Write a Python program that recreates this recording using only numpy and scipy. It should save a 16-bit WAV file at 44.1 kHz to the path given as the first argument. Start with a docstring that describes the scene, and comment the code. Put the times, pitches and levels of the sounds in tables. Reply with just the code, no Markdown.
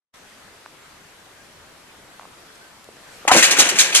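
"""Soft outdoor hiss is heard first, with small ticks, leaf rustles and a far bird's echoing calls.
At about 3.25 s a bicycle falls over close by, a little to the left. Hard impacts excite damped
partials, its weight thuds on the ground, and each bounce or slide sets off a shower of tiny contacts
that leaves the tubes and spokes ringing faintly. Reflections from the surroundings follow."""
import sys
import numpy as np
from scipy import signal
from scipy.fft import rfft, irfft
from scipy.io import wavfile
from scipy.ndimage import uniform_filter1d

SR = 44100
rng = np.random.default_rng(int(sys.argv[2]) if len(sys.argv) > 2 else 0)


def store_wav(level_fs):
    """Save 16-bit WAV to argv[1]."""
    pcm = np.round(np.clip(np.atleast_2d(level_fs), -1, 1) * 32767)
    wavfile.write(sys.argv[1], SR, pcm.T.astype(np.int16))


N = 176400

# impacts of the bicycle, and small ticks before it falls: start_s, level_db, pitch_hz, t60_s
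BICYCLE_IMPACTS = [(3.2518, -22.5, 546, 0.017), (3.2755, -18.5, 820, 0.027), (3.2802, -10, 817, 0.028),
                   (3.2808, -14, 2650, 0.014), (3.2925, -12.5, 942, 0.041), (3.306, -10.5, 970, 0.028),
                   (3.3148, -2, 757, 0.036), (3.3162, -12.5, 1508, 0.028), (3.3345, -17, 712, 0.043),
                   (3.3438, -14, 2280, 0.011), (3.348, -14, 560, 0.052), (3.3545, -14, 2060, 0.013),
                   (3.355, -15.5, 334, 0.074), (3.364, -11, 614, 0.034), (3.366, -21, 237, 0.078),
                   (3.386, -14, 1574, 0.058), (3.425, -9, 1912, 0.041), (3.586, -20, 355, 0.042),
                   (3.6025, -11, 800, 0.022), (3.722, -28.5, 371, 0.088), (3.742, -34, 200, 0.092),
                   (3.9262, -16.5, 2520, .02), (3.9495, -11, 7200, 0.019), (3.950, -13, 3170, .07)]
SMALL_TICKS = [(.6608, -23.5, 1120, 0.0042), (2.196, -26, 930, 0.0061), (2.2115, -34, 1110, .007),
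               (2.222, -34, 800, 0.0077), (2.232, -35, 850, 0.0079), (2.243, -38, 990, 0.0078),
               (2.2535, -32, 800, .008), (2.8885, -34, 445, .018), (2.968, -42, 480, .02)]
# partials of one impact: pitch_ratio, gain_db
IMPACT_PARTIALS = [(.72, -14), (0.998, 5), (1.33, 1), (2.05, -5.5), (3.1, -13)]
# bursts of clatter: start_s, rise_s, hold_s, t60_s, ground_db, frame_db, parts_db
BOUNCES = [(3.2774, 0.0013, 0.0036, 0.057, -28, -14, -13.5), (3.3118, .002, 0.036, 0.13, -21.5, -16, -15),
           (3.36, 0.0055, .02, 0.26, -23, -17.5, -11.5), (3.422, .008, 0.012, 0.18, -34.5, -14.5, -9),
           (3.465, 0.0087, 0.06, 0.33, -29.5, -23, -28.5), (3.504, .008, 0.0081, 0.11, -36, -22, -13),
           (3.566, .003, 0.01, .15, -34, -20.5, -20.5), (3.582, .014, 0.0089, 0.1, -24.5, -16.5, -5.5),
           (3.608, 0.011, 0.0069, .12, -25.5, -17.5, -20), (3.641, 0.0044, 0.022, 0.3, -29, -24.5, -22.5),
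           (3.688, .001, .006, 0.086, -44, -23.5, -14.5), (3.71, .006, 0.24, .3, -36, -32, -33.5),
           (3.756, 0.0018, .025, .1, -43, -28.5, -25.5), (3.7836, 0.004, 0.024, .11, -51, -19.5, -9),
           (3.84, .005, 0.0089, 0.3, -47, -27.5, -22.5), (3.925, .002, .008, .1, -36, -27, -26),
           (3.943, 0.0065, .015, 0.19, -38, -19.5, -9), (3.984, .003, .004, .1, -39, -22, -20)]
# spectra of the struck bodies: frequency_hz, gain_db
GROUND_SPECTRUM = [(25, -34), (70, -22), (150, -12.5), (330, 1.5), (470, -1), (700, 1), (1100, -4),
                   (1700, -16), (4000, -49)]
FRAME_SPECTRUM = [(300, -44), (900, -10.5), (1300, -5.5), (1600, -1), (2100, -1.5), (2800, 0.5),
                  (3500, -9.5), (6000, -35)]
PARTS_SPECTRUM = [(1000, -33.5), (2600, -6.5), (3500, -3.5), (4300, -1.5), (5000, -5), (6300, 2),
                  (7600, -3.5), (9500, -9), (11500, -14.5), (13500, -24.5)]
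THUD_SPECTRUM = [(25, -9), (70, -4), (130, -2), (240, -1), (400, -15), (900, -41)]
LEAF_SPECTRUM = [(1000, -25), (3000, -2), (5500, -2), (7800, 2), (9500, -6), (13000, -11)]
# modes of tubes and spokes: frequency_hz, gain_db, t60_s
METAL_MODES = [(540, -23, .3), (746, -23.5, 0.33), (1005, -21, .3), (1530, -22, 0.32), (1618, -12.5, 0.45),
               (1887, -21, 0.44), (2137, -13.5, 0.36), (2360, -15.5, .25), (2584, -21, 0.22),
               (4010, -19, .25), (6090, -23, .15), (6370, -21, .25), (6850, -28, .2)]
# envelopes of the landing weight and of the hiss: time_s, level_db
THUD_ENVELOPE = [(3.3, -90), (3.325, -40), (3.365, -30), (3.41, -51), (3.47, -87)]
AIR_ENVELOPE = [(.125, -100), (0.141, -47.5), (1.9, -47.5), (2.55, -46.5), (2.9, -47.5), (3.2, -43.5),
                (4, -43.5)]
# decay of the reverberation: frequency_hz, t60_s
REVERB_DECAY = [(100, .6), (500, 0.78), (2000, 0.86), (5000, 0.28), (12000, .3)]
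# strength of the reverberation and of nearby reflections: frequency_hz, gain_db
REVERB_SPECTRUM = [(100, -12), (700, -14), (2000, -6), (5000, -6), (12000, -13.5)]
SCATTER_SPECTRUM = [(100, -8), (800, -19.5), (2000, -15), (4000, 2.5), (6500, -1.5), (9000, -1.5),
                    (13000, 5)]
# level difference between the ears: frequency_hz, left_over_right_db
FALL_BALANCE = [(100, -1.5), (600, 2), (1200, 2), (2100, 3), (3900, 1.5), (6000, -1.5), (8000, 4.5),
                (12500, 6)]
AIR_BALANCE = [(60, 2), (650, 2.5), (2100, 1), (7000, .5)]
# rustles in dry leaves: start_s, length_s, level_db
LEAF_RUSTLES = [(0.248, .005, -52), (0.296, .005, -53), (2.549, .015, -50.5), (2.842, 0.0054, -44.5),
                (3.085, 0.13, -52.5)]
# far bird calls: start_s, length_s, pitch_hz, level_db
BIRD_CALLS = [(.83, .11, 1590, -60.5), (1.123, 0.1, 1620, -62), (1.35, .09, 1613, -59.5),
              (1.875, .04, 2520, -59), (2.06, .12, 1588, -57), (2.43, 0.092, 1604, -59),
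              (2.537, 0.076, 1400, -59), (2.58, 0.1, 1570, -55.5), (3.02, 0.13, 1575, -57)]
# spectral shape of the hiss: frequency_hz, relative_density_db
AIR_SPECTRUM = [(15, -38), (25, -10), (54, -10), (81, -7), (204, -6), (233, -6.5), (383, -5.5),
                (1460, -6.5), (1580, -8), (1710, -8), (6530, -16.5), (7640, -17), (13300, -24)]
# likeness of the hiss at the two ears: frequency_hz, correlation
AIR_COHERENCE = [(30, 0.61), (150, 0.83), (700, 0.57), (1400, 0.46), (2000, 0.33), (3200, 0.0032),
                 (13000, 0.091)]

BAND_LIMIT_HZ = 13500


def impacts(table, rise_s=0.0003, click_db=-21.5, click_t60_s=0.0044, low_cut_ratio=0.64):
    """Impulse excitation: each blow gives a click and quickly damped partials, with little bass."""
    out, t = np.zeros(N), np.arange(SR // 5) / SR
    for start, db, hz, t60 in table:
        tone = sum(amp(gain_db) * np.sin(2 * np.pi * hz * ratio * t)
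                   for ratio, gain_db in IMPACT_PARTIALS if hz * ratio < BAND_LIMIT_HZ)
        tone *= (1 - np.exp(-t / rise_s)) * decay(t, t60)
        low_pass = signal.butter(1, min(2 * hz, BAND_LIMIT_HZ), fs=SR)
        click = unit(signal.lfilter(*low_pass, rng.standard_normal(len(t))))
        tone += amp(click_db) * click * decay(t, click_t60_s)
        high_pass = signal.butter(2, low_cut_ratio * hz, "high", fs=SR)
        add(out, start, amp(db) * signal.lfilter(*high_pass, tone))
    return out


def clatter():
    """Incoherent summation: bounces add in power, driving the ground, the frame and the small parts."""
    t, power = np.arange(N) / SR, np.zeros((3, N))
    for start, rise, hold, t60, *levels_db in BOUNCES:
        envelope = np.clip((t - start) / rise, 0, 1) * decay(np.maximum(t - start - rise - hold, 0), t60)
        power += (amp(levels_db)[:, None] * envelope) ** 2
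    ground, frame, parts = [np.sqrt(p) * contacts() for p in power]
    rattle = colour(ground, GROUND_SPECTRUM) + colour(frame, FRAME_SPECTRUM)
    return rattle + colour(parts, PARTS_SPECTRUM) + metal_ring(frame)


def contacts(rate_per_s=5000, spread_db=3.5):
    """Shot noise: a dense train of tiny impacts of uneven size, held steady in power."""
    size = amp(spread_db * np.minimum(rng.exponential(1, N), 4))
    train = size * rng.choice([-1., 1.], N) * (rng.random(N) < rate_per_s / SR)
    return train / np.sqrt(abs(uniform_filter1d(train ** 2, size=500)) + 1e-6)


def metal_ring(force, gain_db=-1):
    """Resonance: tubes and spokes answer a force by ringing in their damped modes."""
    t, response = np.arange(SR // 2) / SR, 0
    for hz, db, t60 in METAL_MODES:
        mode = np.sin(2 * np.pi * hz * t) * decay(t, t60)
        response += amp(db + gain_db) * mode / np.linalg.norm(mode)
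    return signal.oaconvolve(force, response)[:N]


def thud():
    """Forced response: the ground answers the landing weight mainly at low frequencies."""
    level_db = np.interp(np.arange(N) / SR, *np.transpose(THUD_ENVELOPE), left=-np.inf)
    return colour(amp(level_db) * contacts(), THUD_SPECTRUM)


def propagate(fall, start_s=3.2, left_lead_s=0.0001, scatter_t60_s=.025, low_cut_hz=95):
    """Interaural time and level differences set the fall to the left; reflections surround it."""
    start, size = int(start_s * SR), 2 ** 16
    hz = np.fft.rfftfreq(size, 1 / SR)
    side = amp(read(FALL_BALANCE, hz) / 2)
    delay = np.exp(-2j * np.pi * hz * left_lead_s)
    # the direct sound and nearby reflections share the energy
    spectrum = rfft(fall[start:], size) / np.sqrt(1 + amp(read(SCATTER_SPECTRUM, hz)) ** 2)
    direct = irfft(np.array([spectrum * side, spectrum / side * delay]), size)[:, :N - start]
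    near = echoes(direct, [(1, scatter_t60_s)], SCATTER_SPECTRUM, length_s=.06)
    reverb = echoes(direct, REVERB_DECAY, REVERB_SPECTRUM, length_s=.5)
    heard = signal.lfilter(*signal.butter(4, low_cut_hz, "high", fs=SR), direct + near + reverb)
    return np.pad(heard, ((0, 0), (start, 0)))


def echoes(x, t60s, levels_db, length_s, count=6, shift_s=.008):
    """Diffuse reflection: each ear has its own noise tails, with a decay time for each band."""
    hz, t, noise = signal.stft(rng.standard_normal((count, 2, int(length_s * SR))), SR, nperseg=128)
    fade = decay(t, read(t60s, hz)[:, None])
    fade *= (amp(read(levels_db, hz)) / np.sqrt((fade ** 2).sum(1) * t[1] * SR))[:, None]
    tails = signal.istft(noise * fade, SR, nperseg=128)[1]
    tails = np.pad(tails, ((0, 0), (0, 0), (SR // 1000, 0)))  # 1 ms late
    # several tails take turns as the points of contact move
    turn, out = np.arange(x.shape[1]) / SR / shift_s, 0
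    for k, tail in enumerate(tails):
        window = np.sin(np.pi / 2 * np.minimum((turn - k) % count, 2)) if count > 1 else 1
        out += signal.fftconvolve(x * window, tail, axes=1)[:, :len(turn)]
    return out


def leaves():
    """Filtered shot noise: brief swells of tiny contacts make the crisp rustle of dry leaves."""
    t = np.arange(N) / SR
    envelope = sum(amp(db) * np.sin(np.pi * np.clip((t - start) / length, 0, 1))
                   for start, length, db in LEAF_RUSTLES)
    return colour(envelope * contacts(), LEAF_SPECTRUM)


def far_bird(arch_depth=0.0497, waver_depth=0.0088, echo_t60_s=.12, echo_db=4):
    """Frequency modulation: each call arches and wavers in pitch, and arrives only as echoes."""
    calls = np.zeros(N)
    for start, length, hz, db in BIRD_CALLS:
        waver = unit(uniform_filter1d(rng.standard_normal(SR // 4), size=120))[:int(length * SR)]
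        arch = np.sin(np.linspace(0, np.pi, len(waver)))
        pitch = hz * (1 - arch_depth * (1 - arch) + waver_depth * waver)
        add(calls, start, amp(db) * np.sqrt(2 * abs(arch)) * np.sin(2 * np.pi * np.cumsum(pitch) / SR))
    return echoes(calls[None], [(1, echo_t60_s)], [(1, echo_db)], length_s=0.65, count=1)


def air(patch_db=1.12):
    """Partial coherence: the ears share part of a soft hiss whose level drifts in patches."""
    hz = np.fft.rfftfreq(1024, 1 / SR)
    a, b, c, d, patches = rng.standard_normal((5, len(hz), N // 256 + 5))
    left, independent = a + 1j * b, c + 1j * d
    patches = unit(uniform_filter1d(uniform_filter1d(patches, size=12, axis=0), size=16, axis=1))
    coherence = read(AIR_COHERENCE, hz)[:, None]
    right = coherence * left + np.sqrt(1 - coherence ** 2) * independent
    right /= amp(read(AIR_BALANCE, hz))[:, None]
    spectra = np.array([left, right]) * amp(read(AIR_SPECTRUM, hz)[:, None] + patch_db * patches)
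    level_db = np.interp(np.arange(N) / SR, *np.transpose(AIR_ENVELOPE))
    return amp(level_db) * unit(signal.istft(spectra, nperseg=1024, noverlap=768)[1][:, :N])


def colour(x, spectrum):
    """Minimum-phase filtering: a causal response of unit energy imposes the spectrum."""
    log_gain = np.log(amp(read(spectrum, abs(np.fft.fftfreq(4096, 1 / SR)))))
    taps = np.fft.ifft(np.exp(np.conj(signal.hilbert(log_gain)))).real[:2048]
    return signal.oaconvolve(x, taps / np.linalg.norm(taps))[:N]


def decay(t, t60):
    """Exponential damping: 60 dB down after t60."""
    return np.exp(-np.log(1000) * t / t60)


def amp(db):
    """Decibels as an amplitude ratio."""
    return 10 ** (np.asarray(db) / 20)


def unit(x):
    """Normalisation to rms 1."""
    return x / np.sqrt(np.mean(x ** 2) + 1e-20)


def read(points, hz):
    """Interpolation on a log-frequency axis."""
    frequency, value = np.transpose(points)
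    return np.interp(np.log(hz + 1), np.log(frequency + 1), value)


def add(mix, start_s, sound):
    """Superposition of a sound at its start time."""
    part = mix[max(round(start_s * SR), 0):][:len(sound)]
    part += sound[:len(part)]


def scene():
    """Superposition: the fall, ticks, leaves and bird add to the outdoor hiss."""
    bird = far_bird()
    fall = impacts(BICYCLE_IMPACTS) + thud() + clatter()
    return propagate(fall) + impacts(SMALL_TICKS) + leaves() + bird + air()


def record(dry):
    """Clipping and band limiting: peaks flatten at full scale, then the highest treble is cut."""
    low_pass = signal.firwin(401, BAND_LIMIT_HZ, window=("kaiser", 8), fs=SR)
    return signal.oaconvolve(np.clip(dry, -1, 1), low_pass[None], "same")


dry = scene()
out = record(dry)
store_wav(out)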